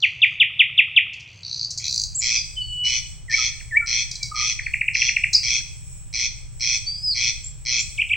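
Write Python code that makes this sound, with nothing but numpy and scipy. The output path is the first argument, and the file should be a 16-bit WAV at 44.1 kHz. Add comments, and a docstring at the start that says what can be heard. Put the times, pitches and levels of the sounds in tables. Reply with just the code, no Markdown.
"""A summer meadow edged by trees. From the start a warbler churrs faintly in runs of noise clicks, later also
ticking and slurring, while a nightingale-like singer gives falling whistles as gliding sines.
The air (coloured noise: hum, rumble, breeze, grass hiss) mostly swells and widens from 1.3 s to 2 s.
From about two seconds a corncrake rasps, pulses ringing its throat, and small birds whistle further off.
The singer goes on to hooks, a fast rattle and last scoops; the trees return a short tail."""
import sys
import numpy as np
from scipy import signal
from scipy.fft import rfft, irfft, next_fast_len
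from scipy.io import wavfile
from scipy.ndimage import uniform_filter1d

SR = 44100
rng = np.random.default_rng(int(sys.argv[2]) if len(sys.argv) > 2 else 0)


def store_pcm(level_fs):
    """Save levels as 16-bit WAV."""
    pcm = np.round(np.clip(level_fs, -1, 1) * 32767).astype(np.int16)
    wavfile.write(sys.argv[1], SR, np.atleast_2d(pcm).T)


N = 359856
TIME = np.arange(N) / SR

# growth of the air: (time [s], share of the change [0-1])
AIR_RISE = [(1.3, 0.061), (1.7, 0.47), (2.05, 0.96)]
# spectra of the air layers: (frequency [Hz], relative level [dB])
HUM = [(20, -31), (45, -17.5), (70, -6.5), (120, 1), (160, -6.5), (205, -23.5), (270, -31.5), (500, -73.5)]
RUMBLE = [(15, -7.5), (30, -1), (50, 0), (80, -6.5), (130, -32), (250, -69)]
BREEZE = [(100, -10), (300, -4.5), (550, -7.5), (1100, -10.5), (1700, -13), (3000, -11.5), (6000, -23.5),
          (10000, -43.5)]
GRASS = [(1800, -37.5), (2450, -5.5), (2750, -23), (3400, -19.5), (3900, -24.5), (5050, -25.5),
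         (5550, -3.5), (5950, -21), (6550, -6.5), (6900, -9), (7950, 7), (8450, -7.5), (9600, -18),
         (11000, -56), (13500, -47.5), (14500, -29.5), (15700, -9.5), (16500, -37.5)]
# levels at share 0 and share 1 of AIR_RISE; width is side over mid before each layer's offset
HUM_DB, RUMBLE_DB, GRASS_DB, WIDTH_DB = (-51, -44.5), (-71.5, -36.5), (-85.5, -46.5), (-33, 0.5)
# soft knock: (time [s], level [dB])
KNOCKS = [(5.606, -47.5)]
# knock spectrum: (frequency [Hz], relative level [dB])
KNOCK_COLOUR = [(100, -10), (280, 9), (500, -14), (1000, -25), (1700, 3), (3000, -38)]

# warbler churrs: (first click [s], last click [s], mean rate [clicks/s], slowing [0-1],
#                  first level [dB], later level [dB], treble lift [dB])
CHURRS = [(.004, .34, 67, 0, -36.5, -53, 4), (1.277, 1.424, 69, 0.13, -49, -48.5, 8),
          (1.434, 1.648, 60, .065, -31.5, -21.5, -14.5), (1.843, 2.038, 61, 0.27, -22.5, -17.5, 5)]
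# churr and tick resonances: (frequency [Hz], relative level [dB])
CHURR_COLOUR = [(2500, -44), (3550, -23), (4000, 4.5), (4500, 10), (4900, 4.5), (5300, -12.5), (5600, -0.5),
                (6300, 2.5), (6750, -11), (7400, -8.5), (8450, -36), (9200, -21), (11000, -57.5),
                (13500, -53), (15000, -29), (16500, -44)]
TICK_COLOUR = [(2500, -32.5), (3500, -23.5), (4100, 8), (5000, 5.5), (6200, 6.5), (7400, -3), (8300, -13),
               (9300, -18), (11000, -64.5), (13500, -51), (15000, -20), (16500, -39.5)]
# warbler ticks: (time [s], level [dB], clicks [count])
TICKS = [(1.136, -44, 2), (1.201, -45, 2), (1.708, -26, 2), (1.778, -24, 2), (4.116, -24, 1),
         (4.157, -27.5, 1), (4.232, -18.5, 1), (5.334, -16.5, 2)]
# warbler slurs: (start [s], length [s], start pitch [Hz], end pitch [Hz], level [dB])
SLURS = [(5.341, .022, 5550, 4190, -15.5), (7.428, 0.073, 7050, 8030, -32), (7.772, 0.065, 7040, 7630, -32)]
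CHURR_RISE = .07  # share by which the resonances climb through a churr
TICK_GAP_S = 0.0065

# singer's note shapes: (share of length [0-1], pitch [Hz], relative level [dB])
FALL_SHAPE = [(0, 3900, -25), (.1, 3534, -4.5), (.3, 2986, -3), (.5, 2602, -1), (.74, 2253, -3.5),
              (.88, 1974, -9.5), (1, 1806, -25)]
HOOK_SHAPE = [(0, 2075, -32), (.2, 1836, -17.5), (.4, 1771, -13), (.62, 1888, -11), (.74, 2168, -9),
              (.81, 2300, 0.5), (.9, 2321, -1.5), (1, 2261, -16)]
SCOOP_SHAPE = [(0, 3830, -26), (.22, 2697, -11.5), (.38, 2257, -4), (.55, 2276, -1), (.72, 2480, 0.5),
               (.88, 2754, -5), (1, 3050, -27)]
# falling whistles: (start [s], length [s], level [dB])
FALLS = [(0.022, 0.039, -12), (0.216, 0.039, -7.5), (0.398, 0.04, -7.5), (.591, 0.036, -6.5),
         (.776, 0.037, -6.5), (.961, 0.034, -7)]
# rising hooks: (start [s], length [s], pitch [ratio], level [dB])
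HOOKS = [(3.28, .078, 0.99, -11.5), (3.709, .078, 0.99, -8)]
# rattle of downward flicks: (start [s], level [dB])
RATTLE = [(4.587, -19.5), (4.66, -18), (4.734, -13.5), (4.808, -13.5), (4.878, -11), (4.946, -11.5),
          (5.015, -10.5), (5.084, -10.5), (5.161, -11), (5.234, -11.5)]
# scoops that dip and rise: (start [s], length [s], level [dB])
SCOOPS = [(7.973, .04, -17.5), (8.089, .04, -17)]
FLICK_S, FLICK_HZ = .015, (3060, 2470, 1540)  # start, middle, end of the strongest flick
FLICK_SAG = 0.1  # share by which the weakest flick is lower
SNAP_LAG_S, SNAP_S, SNAP_HZ, SNAP_DB = 0.038, 0.019, (3560, 2656, 1750), 2  # ends each scoop; dB re scoop
# soft notes between phrases: (start [s], length [s], start pitch [Hz], end pitch [Hz], level [dB])
PIPS = [(3.377, 0.035, 1365, 1210, -34), (3.599, 0.019, 3130, 1270, -37.5),
        (3.806, .055, 1437, 1334, -34.5), (4.193, 0.096, 2410, 2140, -36.5)]
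# very faint low blip about 0.1 s after each fall; dB re fall
BLIP_LAG_S, BLIP_S, BLIP_HZ, BLIP_DB = 0.1, .013, (1490, 1030), -45
# five low notes shortly before the rattle; levels of the first and last
PURR_START_S, PURR_GAP_S, PURR_NOTE_S, PURR_HZ, PURR_DB = 4.313, .027, 0.019, (1237, 1240), (-30, -30.5)

# corncrake rasps: (start [s], end [s], level [dB])
RASPS = [(1.791, 1.897, -35.5), (2.21, 2.388, -20), (2.839, 2.997, -22.5), (3.299, 3.492, -21.5),
         (3.863, 4.034, -21), (4.348, 4.53, -21.5), (4.936, 5.111, -22.5), (5.423, 5.592, -20.5),
         (6.129, 6.278, -22), (6.598, 6.779, -20.5), (7.146, 7.311, -20.5), (7.652, 7.815, -20.5)]
# effort through a rasp: (share of length [0-1], relative level [dB])
RASP_EFFORT = [(0, -18), (.07, -6.5), (.17, -4.5), (.4, -2.35), (.85, -2.1), (1, -8.5)]
# throat resonances, open beak: (frequency [Hz], relative level [dB])
THROAT = [(700, -51), (1200, -29), (1680, -33), (1950, -4.5), (2200, 2), (2530, 6), (2740, -21),
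          (2880, -6.5), (3020, -16.5), (3220, 4.5), (3480, -0.5), (3660, -19.5), (4200, 4), (4680, -8.5),
          (5550, 6), (6200, 1.5), (6550, -10), (7300, -45), (10000, -84.5)]
# colour added by the shut beak: (frequency [Hz], change [dB])
SHUT_BEAK = [(2600, -1), (3200, -8.5), (3600, -12), (4200, 4.5), (5600, 0), (6400, 0.5)]
RASP_RATE_HZ, RASP_LIMP = 121, .16  # mean pulse rate; share by which gaps alternate long and short
BEAK_OPEN_SHARE = 0.46  # share of a rasp that the beak takes to open

# far whistles, before a small trim: (time [s], pitch [Hz], level [dB])
HIGH_WHISTLE = [(2.144, 5900, -43), (2.155, 7300, -24.5), (2.17, 7940, -29.5), (2.2, 7050, -23),
                (2.211, 6650, -35)]
LEVEL_WHISTLE = [(2.56, 3080, -41), (2.576, 3040, -27), (2.622, 2964, -27), (2.648, 2970, -37.5),
                 (2.846, 2945, -25.5), (2.868, 2957, -19), (2.926, 3013, -30.5), (2.93, 3000, -31)]
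ARCHED_WHISTLE = [(6.86, 4440, -36), (6.878, 4585, -25), (7.02, 5050, -45), (7.042, 5080, -26.5),
                  (7.094, 4875, -21.5), (7.128, 4420, -25), (7.136, 4140, -26.5), (7.145, 4272, -35)]
# far peeps: (start [s], length [s], start pitch [Hz], end pitch [Hz], level [dB])
PEEPS = [(2.362, 0.067, 4940, 4800, -26.5), (2.607, .1, 4500, 4400, -40.5),
         (4.627, .045, 4470, 4350, -44.5)]

TOP_HZ = 15900


def undb(db):
    """Decibels to gain."""
    return 10 ** (np.asarray(db) / 20)


def unit(x):
    """Scale to rms 1."""
    return x / np.sqrt(np.mean(x ** 2) + 1e-20)


def add(track, s, sound):
    """Mix a sound into a track at a time in seconds."""
    i = max(int(s * SR), 0)
    track[i:i + len(sound)] += sound[:max(N - i, 0)]


def gains(points, size):
    """Gain per transform bin from (Hz, dB) points, interpolated over log frequency."""
    hz, db = np.transpose(points)
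    bin_hz = np.arange(size // 2 + 1) * SR / size
    return undb(np.interp(np.log(bin_hz + 1), np.log(hz), db))


def resonate(x, points, size=1024):
    """Ring a sound through a minimum-phase filter of unit energy."""
    # folding the cepstrum makes the response causal
    cepstrum = irfft(np.log(gains(points, size)))
    cepstrum[1:size // 2] *= 2
    cepstrum[size // 2 + 1:] = 0
    ring = irfft(np.exp(rfft(cepstrum)))
    return signal.oaconvolve(x, ring / np.linalg.norm(ring))[:N]


def walk(rate_hz):
    """Random drift of rms near 1: held noise smoothed twice."""
    k = int(SR / rate_hz)
    steps = np.repeat(rng.standard_normal(N // k + 1), k)
    smooth = uniform_filter1d(uniform_filter1d(steps, k), k)
    return unit(smooth[:N])


def wash(points, side_db):
    """Coloured stereo noise of rms near 1; side_db is side over mid."""
    size = next_fast_len(N)
    spectrum = rfft(rng.standard_normal((2, size))) * gains(points, size)
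    mid, side = unit(irfft(spectrum, size)[:, :N])
    side_gain = undb(side_db)
    return (mid + side_gain * side * np.array([[1], [-1]])) / np.hypot(1, side_gain)


def background():
    """Distant hum, low wind rumble, soft breeze, shimmering grass hiss and one soft knock, as coloured noise."""
    rise = np.interp(TIME, *np.transpose(AIR_RISE))
    hum_db, rumble_db, grass_db, width_db = (
        before + rise * (after - before) for before, after in (HUM_DB, RUMBLE_DB, GRASS_DB, WIDTH_DB))
    hum = wash(HUM, side_db=width_db - 4.5) * undb(hum_db)
    rumble = wash(RUMBLE, side_db=width_db + 5.0) * undb(rumble_db)
    grass = wash(GRASS, side_db=width_db) * undb(grass_db + 2.7 * walk(14))
    breeze = wash(BREEZE, side_db=width_db - 8.5) * undb(-61.0)
    knock = snaps(KNOCKS, KNOCK_COLOUR, length_s=0.02)
    return hum + rumble + grass + breeze + knock


def churrs(click_s):
    """Runs of noise clicks that keep pace or slow; resonances climb while the level swells or fades."""
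    out, window = np.zeros(N), np.hanning(int(click_s * SR))
    hz, db = np.transpose(CHURR_COLOUR)
    for start, end, rate_hz, slowing, first_db, later_db, lift_db in CHURRS:
        colour_db = db + lift_db * np.interp(hz, [4800, 7500], [0, 1])
        for u in np.linspace(0, 1, round((end - start) * rate_hz) + 1):
            s = start + (end - start) * u * (1 - slowing * (1 - u))
            level_db = np.interp(u, [0, .5], [first_db, later_db])
            click = window * rng.standard_normal(len(window)) * undb(level_db)
            climbed_hz = hz * (1 + CHURR_RISE * (u - .5))
            add(out, s - click_s / 2, resonate(click, np.c_[climbed_hz, colour_db]))
    return out


def snaps(events, colour, length_s):
    """Dry clicks: short Hann-gated noise rung through a resonance."""
    gate = np.zeros(N)
    for s, db in events:
        add(gate, s - length_s / 2, undb(db) * np.hanning(int(length_s * SR)))
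    return resonate(gate * rng.standard_normal(N), colour)


def warbler():
    """Churrs and ticks are gated noise; slurs are wavering sines."""
    clicks = [(s + k * TICK_GAP_S, db) for s, db, count in TICKS for k in range(round(count))]
    slurs = [arc(s, length, (first, last), db) for s, length, first, last, db in SLURS]
    ticks = snaps(clicks, TICK_COLOUR, length_s=0.011)
    slurred = whistle(slurs, waver=.025, overtone_db=-53, flutter_db=4.0)
    return ticks + slurred + churrs(click_s=0.0076)


def arc(s, length_s, pitches_hz, db, crest=.5, taper=1.6):
    """A note that swells and dies while its pitch runs through two or three values: (start, Hz, gain)."""
    u = np.linspace(0, 1, int(length_s * SR))
    knots = np.linspace(0, 1, len(pitches_hz))
    hz = np.polyval(np.polyfit(knots, pitches_hz, len(pitches_hz) - 1), u)
    ramp = np.interp(u, [0, np.clip(crest, .1, .9), 1], [0, 1, 0])
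    swell = np.sin(np.pi / 2 * ramp) ** taper
    return s, hz, undb(db) * swell


def glide(curve, db=0, edge_s=.002):
    """A note through (s, Hz, dB) points, with soft ends: (start, Hz, gain)."""
    s, hz, levels_db = np.transpose(curve)
    t = np.arange(s[0], s[-1], 1 / SR)
    edges = np.clip(np.minimum(t - s[0], s[-1] - t) / edge_s, 0, 1)
    return s[0], np.interp(t, s, hz), edges * undb(np.interp(t, s, levels_db) + db)


def shaped(shape, s, length_s, db, pitch=1):
    """A note shape at a given time, length, level and pitch ratio."""
    return glide(np.array(shape) * [length_s, pitch, 1] + [s, 0, 0], db)


def whistle(notes, waver, overtone_db, flutter_db):
    """Sines with an octave overtone; pitch wavers and loudness flutters by random drift."""
    out = np.zeros(N)
    drift = 1 + waver * walk(160)
    flutter = undb(flutter_db * walk(240))
    for s, hz, swell in notes:
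        note_drift = np.resize(drift[max(int(s * SR), 0):][:len(hz)], len(hz))
        phase = 2 * np.pi * np.cumsum(hz * note_drift) / SR
        tone = np.sin(phase) + undb(overtone_db) * np.sin(2 * phase)
        add(out, s, np.sqrt(2) * swell * tone)
    return out * flutter


def beak(x, hz, width_hz, leak):
    """A broad resonance beside a direct leak: a sweep flares as it passes through."""
    resonance = signal.lfilter(*signal.iirpeak(hz, hz / width_hz, fs=SR), x)
    return leak * x + (1 - leak) * resonance


def loud_song():
    """Gliding sines: falls, hooks and scoops each repeat a shape; rattle pitch rises with strength."""
    notes = [shaped(FALL_SHAPE, s, length, db) for s, length, db in FALLS]
    notes += [shaped(HOOK_SHAPE, s, length, db, pitch) for s, length, pitch, db in HOOKS]
    levels_db = [db for s, db in RATTLE]
    for s, db in RATTLE:
        pitch = np.interp(db, [min(levels_db), max(levels_db)], [1 - FLICK_SAG, 1])
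        notes.append(arc(s, FLICK_S, pitch * np.array(FLICK_HZ), db, crest=0.57, taper=2.17))
    for s, length, db in SCOOPS:
        notes.append(shaped(SCOOP_SHAPE, s, length, db))
        notes.append(arc(s + SNAP_LAG_S, SNAP_S, SNAP_HZ, db + SNAP_DB, taper=2.3))
    return whistle(notes, waver=0.0062, overtone_db=-45.5, flutter_db=1.36)


def soft_sounds():
    """Quiet sines: a barely audible low blip after each fall, pips between phrases and a five-note purr."""
    notes = [arc(s + BLIP_LAG_S, BLIP_S, BLIP_HZ, db + BLIP_DB) for s, length, db in FALLS]
    notes += [arc(s, length, (first, last), db, crest=.42, taper=1.8)
              for s, length, first, last, db in PIPS]
    for k, db in enumerate(np.linspace(*PURR_DB, 5)):
        notes.append(arc(PURR_START_S + k * PURR_GAP_S, PURR_NOTE_S, PURR_HZ, db))
    return whistle(notes, waver=.0046, overtone_db=-45.5, flutter_db=0.0)


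def corncrake(flutter_hz, pulse_s, hiss, stretch, uneven_db):
    """Pulses at alternating long and short gaps; in each the membrane slaps a few times and rings the throat."""
    out = np.zeros(N)
    u = np.linspace(0, 1, int(pulse_s * SR))
    hz, throat_db = np.transpose(THROAT)
    shut_db = np.interp(hz, *np.transpose(SHUT_BEAK))
    for start, end, db in RASPS:
        s, swing = start, 1
        colour_db = throat_db + uneven_db * rng.standard_normal(len(hz))  # no two rasps quite alike
        while s <= end:
            gap, pitch, size_db, offset = rng.standard_normal(4)
            gas = rng.standard_normal(len(u))
            progress = (s - start) / (end - start)
            # slaps slow as the pressure of each pulse drops
            slap_hz = flutter_hz * (1 + .08 * pitch) * (1 + 0.33 * (.5 - u))
            cycles = np.floor(np.cumsum(slap_hz) / SR + offset)
            slaps = np.diff(cycles, prepend=cycles[0])
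            burst = np.sin(np.pi * u) * (unit(slaps) + hiss * gas)
            # the opening beak recolours the throat; the resonances climb throughout
            shut = max(1 - progress / BEAK_OPEN_SHARE, 0)
            climbed_hz = hz * (1 + stretch * (progress - .5))
            pulse = resonate(burst, np.c_[climbed_hz, colour_db + shut * shut_db])
            effort_db = np.interp(progress, *np.transpose(RASP_EFFORT)) + size_db
            # one pulse per mean period gives rms 1 before the level
            pulse *= np.sqrt(SR / RASP_RATE_HZ) / np.linalg.norm(pulse)
            add(out, s - pulse_s / 2, pulse * undb(db + effort_db))
            s += (1 + swing * RASP_LIMP + .04 * gap) / RASP_RATE_HZ
            swing = -swing
    return out


def far_birds():
    """Three drawn-out whistles and a few thin peeps, all gliding sines."""
    notes = [glide(HIGH_WHISTLE, db=2.0),
             glide(LEVEL_WHISTLE, db=-0.3, edge_s=.008),
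             glide(ARCHED_WHISTLE, db=1.7, edge_s=.008)]
    notes += [arc(s, length, (first, last), db, crest=.25, taper=0.58)
              for s, length, first, last, db in PEEPS]
    return whistle(notes, waver=0.004, overtone_db=-54.5, flutter_db=0.4)


def trees(x, early_db, early_t60, late_db, late_t60, side_db):
    """Direct sound, quick scatter from near foliage and a longer tail from the forest edge; t60 in s."""
    t = TIME[:SR]
    tail = 0
    for db, t60_s in ((early_db, early_t60), (late_db, late_t60)):
        fade = undb(-60 * t / t60_s) * (1 - np.exp(-t / .006))
        tail = tail + undb(db) * fade / np.linalg.norm(fade) * rng.standard_normal((2, SR))
    mid, side = signal.fftconvolve(x[None], tail, axes=1)[:, :N]
    side = np.diff(side, prepend=0)  # left and right differ more in the treble
    return x + mid + undb(side_db) * side * np.array([[1], [-1]])


def scene():
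    """The air, and each source with its own return from the trees."""
    singer = beak(loud_song(), hz=2570, width_hz=1200, leak=0.24) * undb(1.0)
    crake = corncrake(flutter_hz=1137.4, pulse_s=.0034, hiss=0.25, stretch=0.039, uneven_db=0.9)
    return (background()
            + trees(warbler(), early_db=-4.5, early_t60=.18, late_db=-7.0, late_t60=0.48, side_db=-32.0)
            + trees(singer, early_db=-6.5, early_t60=0.24, late_db=-14, late_t60=1.0, side_db=-44.5)
            + trees(soft_sounds(), early_db=-10, early_t60=0.28, late_db=-15.0, late_t60=0.63, side_db=-23)
            + trees(crake, early_db=-4.0, early_t60=0.078, late_db=-8, late_t60=0.53, side_db=1.5)
            + trees(far_birds(), early_db=-10.0, early_t60=0.33, late_db=-7, late_t60=0.59, side_db=-31.5))


def record(dry):
    """Steep elliptic low-pass: cuts the very top."""
    return signal.sosfilt(signal.ellip(8, .2, 70, TOP_HZ, fs=SR, output="sos"), dry)


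dry = scene()
out = record(dry)
store_pcm(out)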